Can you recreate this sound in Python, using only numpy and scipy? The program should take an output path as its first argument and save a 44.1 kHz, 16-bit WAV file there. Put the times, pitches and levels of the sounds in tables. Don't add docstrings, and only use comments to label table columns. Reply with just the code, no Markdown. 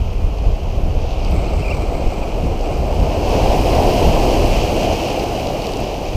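import sys
import numpy as np
from scipy import signal
from scipy.fft import rfft, irfft
from scipy.io import wavfile
from scipy.ndimage import uniform_filter1d

SR = 44100
rng = np.random.default_rng(int(sys.argv[2]) if len(sys.argv) > 2 else 0)


def dump(signal):
    limited = np.clip(np.atleast_2d(signal).T, -1, 1)
    pcm = np.round(limited * 32767).astype(np.int16)
    wavfile.write(sys.argv[1], SR, pcm)


N = 271643
TIME = np.arange(N) / SR


# t/s, level/dB
SURGE = [(0, -33.5), (1.0, -28.5), (1.4, -26), (2.55, -24.5), (3.22, -19.5), (3.31, -16.3), (3.8, -15),
         (4.15, -16), (4.65, -18.5), (4.9, -17.5), (5.25, -21.5), (5.7, -21.6), (6.16, -26)]

def surf():
    surge_db, = curves(SURGE)
    foaming = lingering(surge_db, linger_s=0.91, share=0.65, growth=1.46, crest_db=-29.5, rest_db=-44)
    spraying = lingering(surge_db, linger_s=.5, share=0.63, growth=1.63, crest_db=-40.5, rest_db=-58)
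    return undb(surge_db) * roar() + np.hypot(foaming, splashes()) * foam() + spraying * spray()


def lingering(surge_db, linger_s, share, growth, crest_db, rest_db):
    power = undb(surge_db + 16) ** 2
    keep = np.exp(-1 / (linger_s * SR))
    stored = signal.lfilter([1 - keep], [1, -keep], power)
    amount = (1 - share) * power + share * stored
    return np.hypot(undb(crest_db) * amount ** (growth / 2), undb(rest_db))


# t/s, share (0-1)
TUMBLING = [(0, 0.47), (2.6, 0), (3.3, 0.86), (4.3, 1), (4.7, 0.22), (5.6, 0.14), (6.16, 0.47)]
# f/Hz, relative level/dB
CRASH_SPECTRUM = [(40, -24.5), (110, 1.5), (200, -5), (330, 0), (520, -0.5), (700, 1.5), (850, -4),
                  (1050, -12), (1300, -25), (1750, -27.5), (3500, -32.5), (4800, -27.5), (7000, -41),
                  (9000, -63)]
WASH_SPECTRUM = [(40, -16.5), (110, 2), (200, -4.5), (330, -2), (520, -1.5), (690, 0), (800, -4),
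                 (950, -12), (1300, -23), (1700, -26.5), (2400, -37.5), (4000, -75)]

def roar():
    share, = curves(TUMBLING)
    gurgle = bubbles(low_hz=176.7, high_hz=1404, cycles=15.3, spread_db=6.5, count=3000)
    crash = colour(noise() + undb(-11) * pops(rate=500, spread_db=2), CRASH_SPECTRUM)
    wash = colour(noise() + undb(-13) * gurgle, WASH_SPECTRUM)
    return (np.sqrt(share) * crash + np.sqrt(1 - share) * wash) * undb(.5 * walk(18))


def bubbles(low_hz, high_hz, cycles, spread_db, count):
    out = np.zeros(N)
    for when, pitch, size in rng.random((count, 3)):
        hz = low_hz + (high_hz - low_hz) * pitch
        life = cycles / hz
        t = np.arange(int(life * SR) + 2) / SR
        chirp = ring(hz * (1 + 0.18 * t / life), life, t)
        add(out, when * N / SR, undb(spread_db * size) * np.sqrt(hz) * chirp)
    return unit(out)


# f/Hz, relative level/dB
FOAM_SPECTRUM = [(900, -24.5), (1750, -16), (2100, -8), (2500, 0.5), (2800, 1.5), (3150, -2.5), (3550, -12),
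                 (4000, -9.5), (4800, -7.5), (5600, -10), (6300, -11), (7200, -17), (8000, -24),
                 (10000, -42)]

def foam():
    crackle = pops(rate=2500, spread_db=4.5)
    return colour(noise() + undb(-5) * crackle, FOAM_SPECTRUM) * undb(0.7 * walk(24.9))


# t/s, level/dB
SPLASHES = [(3.33, -32.5), (3.91, -33), (4.3, -32.5), (4.56, -30), (4.84, -31.5), (5.06, -36)]

def splashes():
    gains = [undb(db) * swell(s, rise_s=0.065, hold_s=0, fall_s=0.18) for s, db in SPLASHES]
    return np.sqrt(sum(gain ** 2 for gain in gains))


# f/Hz, relative level/dB
SPRAY_SPECTRUM = [(5000, -2), (7200, -4), (8000, 5.5), (9000, 1), (10500, 1.5), (11700, -1), (13000, 3.5),
                  (14200, 1.5), (15500, -3.5)]

def spray():
    fizz = pops(rate=2600, spread_db=5.5)
    drops = pops(rate=45, spread_db=5)
    patter = noise() + undb(-10) * fizz + undb(-15) * drops
    return colour(patter, SPRAY_SPECTRUM) * undb(.5 * walk(25.3))


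# t/s, level/dB
WINDING = [(0, -75), (1.0, -64), (1.25, -42), (1.4, -35), (1.53, -38.5), (1.7, -35.5), (2.05, -38.5),
           (2.15, -38.5), (2.23, -40), (2.38, -42.5), (4.5, -37.5), (6.16, -51)]
# f/Hz, relative level/dB
REEL_SPECTRUM = [(300, 4), (800, -3.5), (1300, 2), (1600, -18), (1850, -23), (2100, -1), (2400, 3),
                 (2900, -13.5), (3400, -21), (4200, -10.5), (6700, -21), (7900, -12), (11000, -37),
                 (13500, -28)]

def reel():
    whirr_db, = curves(WINDING)
    rotor_hz = 11 * (1 + 0.1 * walk(2.3))
    throb_db = 0.85 * np.sin(2 * np.pi * np.cumsum(rotor_hz) / SR)
    rasp = noise() + undb(-2.5) * pops(rate=900, spread_db=4)
    return colour(rasp, REEL_SPECTRUM) * undb(whirr_db + throb_db + 1.5 * walk(90))


# t/s, duration/s, f/Hz, level/dB
SQUEAKS = [(1.476, 0.018, 4150, -39), (1.621, .05, 2480, -29.5), (1.678, 0.059, 2485, -25.5),
           (2.224, 0.017, 2420, -33.5)]

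def squeak(slip_s=.016, glide=0.023, warble_hz=25.34, warble_depth=0.062, warble_top_s=1.671):
    out, roughness = np.zeros(N), walk(400)
    bend = warble_depth * np.cos(2 * np.pi * warble_hz * (TIME - warble_top_s)) + 0.025 * walk(500)
    for start, length, hz, db in SQUEAKS:
        slips = max(round(length / slip_s), 1)
        for s in start + length * np.arange(slips) / slips:
            n, i = int(length / slips * SR), int(s * SR)
            first_hz, last_hz = hz * (1 + glide * rng.standard_normal(2))
            pitch_hz = np.linspace(first_hz, last_hz, n) * (1 + bend[i:i + n])
            phase = 2 * np.pi * np.cumsum(pitch_hz) / SR
            envelope = signal.windows.tukey(n, .4) * undb(db + 1.6 * roughness[i:i + n])
            add(out, s, envelope * (np.sin(phase) + undb(-18) * np.sin(2 * phase)))
    return out


# t/s, peak level/dB, f/Hz
TICKS = [(.385, -32, 4600), (1.019, -29, 4700), (1.2483, -22, 4700), (1.311, -30, 10500),
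         (2.6098, -28, 5200), (4.1475, -30, 5000), (5.1027, -20.5, 5340), (5.238, -26, 11500),
         (5.62, -20, 4500), (5.6695, -17, 5000), (5.720, -23, 6000), (5.736, -19, 4180),
         (5.7705, -21.5, 5730), (5.803, -26, 9500)]
# f/Hz, T60/s, relative level/dB
CASE_MODES = [(2600, .010, -12), (4700, 0.0064, 2), (6200, .006, -26), (13000, .004, -16)]

def ticks():
    out, t = np.zeros(N), np.arange(SR // 40) / SR
    case = sum(undb(db) * ring(hz, t60, t) for hz, t60, db in CASE_MODES)
    attack, decay = 1 - np.exp(-t / 0.00012), np.exp(-t / 0.0011)
    for s, db, hz in TICKS + stray_drops(count=7):
        band = signal.butter(2, [.6 * hz, 1.4 * hz], "bandpass", fs=SR, output="sos")
        crack = signal.sosfilt(band, rng.standard_normal(len(t)) * decay)
        tick = (crack + undb(-4) * ring(hz, 0.005, t) + undb(-6) * case) * attack
        add(out, s, undb(db) * tick / np.abs(tick).max())
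    return out


def stray_drops(count, from_s=3.6, until_s=6.0, db=-21, scatter_db=1, hz=4730, scatter_octaves=0.23):
    return [(from_s + when * (until_s - from_s),
             db + scatter_db * (2 * size - 1),
             hz * 2 ** (scatter_octaves * (2 * pitch - 1)))
            for when, size, pitch in rng.random((count, 3))]


# t/s, hold/s, level/dB
GRIPS = [(1.0, .48, -44.5), (4.5, 1.45, -44)]
# f/Hz, relative level/dB
GRIP_SPECTRUM = [(1700, -23), (2500, 7.5), (3400, -0.5), (4600, -0.5), (6300, -6), (7500, -28),
                 (12000, -34)]

def grip():
    scrape = colour(noise() + undb(-3) * pops(rate=530, spread_db=5), GRIP_SPECTRUM)
    effort = sum(undb(db) * swell(s, rise_s=.02, hold_s=hold, fall_s=.07) for s, hold, db in GRIPS)
    return scrape * effort * undb(2 * walk(30.6))


# t/s, level/dB
BREEZE = [(0, -18), (0.7, -16), (1.7, -17.5), (2.22, -21.5), (2.5, -18), (3.2, -18), (4.2, -18),
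          (4.62, -14.5), (4.76, -25), (5.05, -27), (6.16, -25)]
# t/s of the peak, 1/e half-width/s, rumble level/dB, flutter level/dB
BUFFETS = [(0.245, 0.048, -13.5, -49), (0.474, 0.043, -11.5, -34), (0.668, .04, -21, -45),
           (0.962, 0.028, -17, -34), (1.345, 0.033, -15.5, -23.5), (2.068, .025, -10.5, -32),
           (2.466, .05, -13.5, -24.5), (2.808, 0.015, -9.5, -37), (3.015, 0.037, -12.5, -32),
           (3.503, 0.014, -7.5, -36), (3.77, 0.038, -18, -38), (3.878, 0.036, -17, -24),
           (4.082, .035, -11, -26), (4.296, 0.28, -22, -21.5), (4.44, .025, -21, -27), (4.867, .12, -20, -23),
           (6.15, 0.019, -14, -36)]
# f/Hz, relative level/dB
RUMBLE_SPECTRUM = [(8, -24), (20, -3.5), (35, 0), (55, -4), (85, -8.5), (120, -17.5), (180, -22),
                   (300, -36), (800, -74)]
FLUTTER_SPECTRUM = [(40, 1), (130, -2), (330, -2.5), (550, -7), (1000, -23), (3000, -56)]

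def wind():
    breeze_db, = curves(BREEZE)
    power, flutter = undb(breeze_db + 1.6 * walk(18)) ** 2, 0
    for s, half_width, rumble_db, flutter_db in BUFFETS:
        gust = np.exp(-((TIME - s) / half_width) ** 2)
        power = power + (undb(rumble_db) * gust) ** 2
        flutter = flutter + undb(flutter_db) * gust
    eddies = colour(noise(), RUMBLE_SPECTRUM)
    running_rms = np.sqrt(uniform_filter1d(eddies ** 2, size=4000))
    return eddies / running_rms * np.sqrt(power) + flutter * colour(noise(), FLUTTER_SPECTRUM)


# f/Hz, relative level/dB
OPEN_SEA_SPECTRUM = [(100, -10.5), (500, 3.5), (900, -6), (1150, -9), (1450, -17.5), (1750, -26),
                     (2500, -13), (3100, -16.5), (3600, -26), (7000, -54)]

def open_sea():
    return colour(noise(), OPEN_SEA_SPECTRUM) * undb(-34.5 + 0.42 * walk(3.4))


def undb(db):
    return 10 ** (np.asarray(db) / 20)


def unit(x):
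    return x / np.sqrt(np.mean(x ** 2))


def curves(table):
    s, *columns = np.transpose(table)
    return [np.interp(TIME, s, c) for c in columns]


def swell(s, rise_s, hold_s, fall_s):
    return np.exp(-np.maximum(s - TIME, 0) / rise_s - np.maximum(TIME - s - hold_s, 0) / fall_s)


def noise():
    return rng.standard_normal(N)


def walk(rate):
    k = max(int(SR / rate), 2)
    held = np.repeat(rng.standard_normal(N)[:N // k + 1], k)
    return unit(uniform_filter1d(uniform_filter1d(held, k), k)[:N])


def pops(rate, spread_db):
    happens = rng.random(N) < rate / SR
    size = undb(spread_db * np.minimum(rng.exponential(size=N), 5))
    return unit(happens * size * rng.choice([-1, 1], N))


def colour(x, spectrum, size=16384):
    hz, db = np.transpose(spectrum)
    bins = np.maximum(np.arange(size // 2 + 1) * SR / size, 1)
    gain = undb(np.interp(np.log(bins), np.log(hz), db))
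    cepstrum = irfft(np.log(gain))
    cepstrum[1:size // 2] *= 2
    cepstrum[size // 2 + 1:] = 0
    response = irfft(np.exp(rfft(cepstrum)))
    return unit(signal.fftconvolve(x, response)[:N])


def ring(hz, t60, t):
    return np.sin(2 * np.pi * hz * t) * np.exp(-np.log(1000) * t / t60)


def add(out, s, sound):
    i = max(int(s * SR), 0)
    out[i:i + len(sound)] += sound[:max(N - i, 0)]


def scene():
    return (surf() + open_sea() + wind() + reel() + ticks() + squeak() + grip())[None]


def record(dry, cutoff_hz=15150):
    return signal.sosfilt(signal.ellip(10, .2, 80, cutoff_hz, fs=SR, output="sos"), dry)


dry = scene()
out = record(dry)
dump(out)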